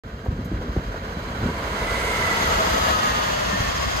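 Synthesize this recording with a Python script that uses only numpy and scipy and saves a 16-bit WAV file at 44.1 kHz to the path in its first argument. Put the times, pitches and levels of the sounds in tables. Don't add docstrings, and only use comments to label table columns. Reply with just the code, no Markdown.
import sys
import numpy as np
from scipy import signal
from scipy.fft import rfft, irfft
from scipy.io import wavfile

SR = 44100
rng = np.random.default_rng(int(sys.argv[2]) if len(sys.argv) > 2 else 0)


def digitize_waveform(pressure):
    field = np.atleast_2d(pressure).T
    bounded = np.clip(field, -1, 1)
    quanta = np.round(bounded * 32767).astype(np.int16)
    wavfile.write(sys.argv[1], SR, quanta)


N = 176400
T = np.arange(N) / SR
FRAME, OVERLAP = 1024, 768
HZ, FRAME_S = signal.stft(np.zeros(N), SR, nperseg=FRAME, noverlap=OVERLAP)[:2]
HZ = np.maximum(HZ, 1)[:, None]
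SIDES = np.array([1, -1])[:, None, None]

SPEED_M_S, TRACK_M, SOUND_M_S = 27, 18, 343
AHEAD_M, SWING_M, PORT_LAG_S = 26.6, 17.4, 0.000445
CROSS_S, CROSS_LENGTH_S = 2.13, 0.15
WHINE_HZ, WHINE_PASS_S, WAGONS_FROM_S = 633.8, 2.92, 3.1

# time in seconds when nearest the microphone, relative level in dB.
BOGIE_PASSES = [(2.5, -3), (2.9, -1.5), (3.4, -3.5), (4.0, -5), (4.55, -1), (5.2, -22)]
# frequency in Hz, relative level in dB.
ROAR_SPECTRUM = [(60, -78), (130, -58.5), (215, -54), (330, -61.5), (480, -55), (640, -53.5), (850, -54),
                 (1080, -52.5), (1300, -56.5), (1800, -58.5), (2400, -63), (3300, -61.5), (4200, -66),
                 (5200, -64.5), (6600, -68), (7600, -72.5), (9500, -77), (13000, -85), (14200, -96),
                 (15000, -109)]
# frequency in Hz, gain over the locomotive's in dB.
WAGON_COLOUR = [(220, -5), (330, -4), (450, -5.5), (700, -1), (900, -6), (1200, 1.5), (1600, 1.5),
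                (2300, -0.5), (7000, 1), (9000, -2)]
# multiple of the pitch, width in Hz, level in dB,
# peak time in seconds, half-length in seconds, left minus right in dB.
WHINE_PARTIALS = [(.98, 12, -32, 2.62, 0.28, -5), (1.005, 11, -34.5, 3.37, 0.3, 4),
                  (2, 18, -25, 2.964, 0.21, 0.5), (2, 76, -29, 2.56, .3, 4),
                  (1.985, 50, -32, 2.24, 0.12, 11), (2.97, 35, -34, 1.944, 0.095, -1),
                  (2.96, 41, -30.5, 2.33, .18, -19), (3.11, 24, -34, 2.22, .2, -11),
                  (3.02, 19, -33.5, 3.13, 0.12, -7), (3.02, 35, -32, 3.556, 0.096, -1),
                  (3.14, 210, -32, 2.26, 0.41, -17)]
# frequency in Hz, density in dB per Hz.
SIZZLE_SPECTRUM = [(1500, -77), (2900, -68), (5000, -80.5), (7000, -79.5), (8400, -73), (10000, -80),
                   (13000, -94), (15000, -109)]
# frequency in Hz, relative level in dB.
RAIL_SPECTRUM = [(100, -90), (450, -61), (650, -62), (850, -71), (1100, -64), (1550, -66), (1900, -72),
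                 (2300, -84), (2900, -74.5), (3700, -81), (4400, -87), (5200, -82), (6600, -87.5),
                 (8300, -94.5), (9800, -100), (13000, -102), (15000, -112)]
# time in seconds, gain in dB.
RAIL_SWELL = [(0, -10), (.45, -7), (.75, -3), (1.3, -1), (1.8, 5), (2.5, 5), (4, -8)]
# frequency in Hz, width in Hz, peak density in dB per Hz.
RAIL_RESONANCES = [(1544, 70, -63), (2360, 38, -68.5), (2504, 67, -81.5), (3090, 130, -77),
                   (3930, 130, -76.5), (4400, 150, -79.5)]
# frequency in Hz, scattered over direct in dB.
TRACKSIDE_SCATTER = [(300, -6.5), (1400, -3.5), (3000, 8.5), (7000, 7.5), (9000, 3.5), (12500, 3)]
# frequency in Hz, left minus right in dB.
RIGHT_BALANCE = [(900, -0.5), (1300, 0), (1500, -25), (1750, -12), (2100, 13), (2700, 0), (3300, -3),
                 (3850, -10), (4600, -1), (5400, 3.5), (7200, -3)]
LEFT_BALANCE = [(150, -3), (400, 7.5), (700, 10.5), (1000, 2), (1400, 0.5), (1800, -1.5), (3000, -0.5)]
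# frequency in Hz, relative level in dB.
WIND_SPECTRUM = [(20, -82), (32, -63), (44, -47.5), (70, -49.5), (110, -54.5), (145, -60.5), (205, -59),
                 (400, -69.5), (800, -79), (2000, -110), (8000, -150)]
# time in seconds, gain in dB.
WIND_GUSTS = [(0, -7.5), (.24, -4), (.32, -1), (.6, 2), (1, -3.5), (1.4, 1.5), (1.7, -1.5), (2.1, -0.5),
              (2.6, -0.5), (3.1, -1.5), (3.4, -3.5), (3.7, 1), (4, 0)]
# start in seconds, level
# in dB, centre in Hz, decay in seconds.
WIND_BUFFETS = [(.095, -42.5, 1500, 0.013), (0.261, -26, 470, 0.007), (0.284, -17.5, 70, 0.031),
                (0.311, -26, 210, 0.013), (0.327, -20.5, 148, 0.01), (0.39, -26, 219, 0.024),
                (0.456, -24, 170, 0.009), (0.516, -22, 236, 0.01), (0.537, -20.5, 69, 0.018),
                (0.544, -48, 1570, 0.011), (0.572, -36, 1880, 0.0031), (0.614, -32, 380, 0.047),
                (0.764, -19, 340, 0.008), (0.773, -17, 89.5, 0.017), (.783, -33, 510, 0.02),
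                (.79, -24.5, 130, .009), (.943, -26, 523, 0.0063), (1.17, -24.5, 156, 0.015),
                (1.426, -20.5, 87, 0.018), (1.439, -21.5, 111, 0.036), (1.457, -19.5, 245, 0.017),
                (1.487, -20.5, 274, 0.0079), (2.481, -24, 78.5, 0.019), (2.564, -24, 85.4, 0.021),
                (3.531, -23, 216, 0.033), (3.604, -12, 71, 0.0057)]
# start in seconds, level in dB, decay in seconds.
GRASS_RUSTLES = [(.247, -60, 0.013), (0.445, -51.5, 0.012)]
# frequency in Hz, relative level in dB.
GRASS_SPECTRUM = [(4000, -14), (6500, -2), (9500, -6), (13000, -9), (15000, -19)]
# centre in Hz, width in Hz, gain in dB.
TREBLE_DIPS = [(5570, 220, -8), (7350, 230, -4.5), (9200, 360, -15)]
# frequency in Hz, side over mid in dB.
STEREO_WIDTH = [(200, 23), (400, 4.5), (650, 8), (1000, -5.5), (1450, 3), (2000, -2.5), (3000, 3),
                (4500, -2), (5600, 4), (6800, -4.5), (8600, 8.5), (11000, 2.5), (13000, -19)]
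# time in seconds, frequency in Hz below which the sound is mono.
MONO_CORNER = [(0, 725), (2.2, 705), (2.8, 436), (3.3, 271), (4, 164)]


def wheels():
    beam = np.maximum(1.27 + 0.53 * np.log2(HZ / 1000), 0)
    direct, power = 0, 0
    for pass_s, db in BOGIE_PASSES:
        _, distance, lag = place(pass_s)
        gain = undb(db + 0.7 * walk(21, FRAME_S)) * (TRACK_M / distance) ** (1 + beam)
        gain = gain * steel_ring(depth_db=4.5, pitch=doppler(pass_s))
        if pass_s > WAGONS_FROM_S:
            gain = gain * colour(WAGON_COLOUR, HZ)
        direct = direct + gain * hiss() * ports(lag)
        power = power + gain ** 2
    scatter = colour(TRACKSIDE_SCATTER, HZ)
    scattered = scatter * np.sqrt(power) * np.array([hiss(), hiss()])
    roar = (direct + scattered) / np.sqrt(1 + scatter ** 2)
    left = (1 + np.tanh((FRAME_S - CROSS_S) / CROSS_LENGTH_S)) / 2
    balance_db = left * shade(LEFT_BALANCE) + (1 - left) * shade(RIGHT_BALANCE)
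    judder = undb(-2 + 0.77 * walk(35, FRAME_S))
    return roar * ports(0, balance_db) * colour(ROAR_SPECTRUM, HZ) * judder


def whine():
    _, _, lag = place(WHINE_PASS_S)
    pitch_hz = np.interp(T, FRAME_S, WHINE_HZ * doppler(WHINE_PASS_S))
    phase = 2 * np.pi * np.cumsum(pitch_hz) / SR
    out = 0
    for multiple, width, db, peak_s, half_s, balance_db in WHINE_PARTIALS:
        carrier = np.exp(1j * multiple * phase) * undb(db) * swell(T, peak_s, half_s)
        steady = 1 / (1 + (width / 33) ** 2)
        rough, scattered = (walk(width, T) + 1j * walk(width, T) for _ in range(2))
        direct = split(np.real(carrier * (np.sqrt(2 * steady) + np.sqrt(1 - steady) * rough)))
        echo = split(np.real(carrier * scattered))
        out = out + direct * ports(lag, balance_db) + undb(-10) * echo
    return out


def sizzle():
    _, _, lag = place(WHINE_PASS_S)
    return track_noise(lag) * colour(SIZZLE_SPECTRUM, HZ) * swell(FRAME_S, peak_s=2.09, half_s=0.28)


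def rails():
    level = undb(curve(RAIL_SWELL, FRAME_S) + 1.04 * walk(29, FRAME_S))
    modes = sum(undb(db) ** 2 / (1 + ((HZ - hz) / width) ** 2) ** 2 for hz, width, db in RAIL_RESONANCES)
    singing = np.sqrt(modes) * swell(FRAME_S, peak_s=1.85, half_s=0.88)
    gain = np.hypot(colour(RAIL_SPECTRUM, HZ) * level, singing) * steel_ring(depth_db=3.5, pitch=0.95)
    return track_noise(lag_s=0.00045, scatter_db=0.5) * ports(0, shade(RIGHT_BALANCE)) * gain


def wind():
    out = noise(lambda f: colour(WIND_SPECTRUM, f)) * undb(curve(WIND_GUSTS, T) + 1.3 * walk(26, T))
    for start, db, hz, decay in WIND_BUFFETS:
        eddy = noise(lambda f: 1 / (1 + np.log2(f / hz) ** 2) ** 2)
        cycles = np.clip((T - start) * hz, 0, 20)
        push = 3 * np.sin(2 * np.pi * cycles) * np.exp(-cycles / 1.16)
        out = out + burst(eddy / eddy.std() + push, start, db, rise_s=0.00063, decay_s=decay)
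    return signal.sosfilt(signal.butter(2, [35, 4000], "band", fs=SR, output="sos"), out)


def grass():
    return sum(burst(noise(lambda f: colour(GRASS_SPECTRUM, f)), start, db, rise_s=0.003, decay_s=decay)
               for start, db, decay in GRASS_RUSTLES)


def place(pass_s):
    along = SPEED_M_S * (FRAME_S - pass_s)
    lag = -PORT_LAG_S * np.tanh((along + AHEAD_M) / SWING_M)
    return along, np.hypot(along, TRACK_M), lag


def doppler(pass_s):
    along, distance, _ = place(pass_s)
    return 1 / (1 + SPEED_M_S / SOUND_M_S * along / distance)


def steel_ring(depth_db, pitch):
    hz = np.arange(0, SR / 2, 35)
    heights = rng.standard_normal(FRAME * 2)[:len(hz)]
    return undb(depth_db * np.interp(HZ / pitch, hz, heights))


def track_noise(lag_s, scatter_db=0):
    scatter = colour(TRACKSIDE_SCATTER, HZ) * undb(scatter_db)
    return (hiss() * ports(lag_s) + scatter * np.array([hiss(), hiss()])) / np.sqrt(1 + scatter ** 2)


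def ports(lag_s, balance_db=0):
    return np.exp(-1j * np.pi * SIDES * HZ * lag_s) * np.sqrt(2 / (1 + undb(-2 * SIDES * balance_db)))


def burst(x, start, db, rise_s, decay_s):
    age = np.clip(T - start, 0, 20 * decay_s)
    env = (1 - np.exp(-age / rise_s)) * np.exp(-age / decay_s)
    return undb(db) * x * env / env.max() * np.sqrt(np.sum(env ** 2) / np.sum((x * env) ** 2))


def swell(t, peak_s, half_s):
    return 1 / (1 + ((t - peak_s) / half_s) ** 2)


def noise(gain):
    hz = np.maximum(np.fft.rfftfreq(N, 1 / SR), 1)
    return irfft(rfft(rng.standard_normal(N)) * gain(hz), N) * np.sqrt(SR / 2)


def hiss():
    return split(rng.standard_normal(N)) * np.sqrt(SR / 2)


def walk(rate, t):
    x = noise(lambda f: np.exp(-(f / rate) ** 2))
    return np.interp(t, T, x / x.std())


def curve(rows, t):
    return np.interp(t, *np.array(rows, float).T)


def colour(rows, hz):
    f, db = np.array(rows, float).T
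    return undb(np.interp(np.log(hz), np.log(f), db))


def shade(rows):
    return 20 * np.log10(colour(rows, HZ))


def undb(db):
    return 10 ** (np.asarray(db) / 20)


def split(x):
    return signal.stft(x, nperseg=FRAME, noverlap=OVERLAP)[2]


def join(z):
    return signal.istft(z, nperseg=FRAME, noverlap=OVERLAP)[1][..., :N]


def scene():
    return join(rails() + wheels() + sizzle() + whine()) + wind() + grass()


def record(dry):
    dips_db = sum(db * np.exp(-((HZ - hz) / width) ** 2) for hz, width, db in TREBLE_DIPS)
    left, right = split(dry) * undb(dips_db)
    mid, side = (left + right) / 2, (left - right) / 2
    stereo = 1 / (1 + (curve(MONO_CORNER, FRAME_S) / HZ) ** 6)
    wide = np.sqrt(colour(STEREO_WIDTH, HZ))
    out = join(mid / wide ** stereo + SIDES * side * wide * stereo)
    out = out * (T > 0.036)
    return signal.sosfilt(signal.ellip(8, .2, 70, 14600, fs=SR, output="sos"), out)


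dry = scene()
out = record(dry)
digitize_waveform(out)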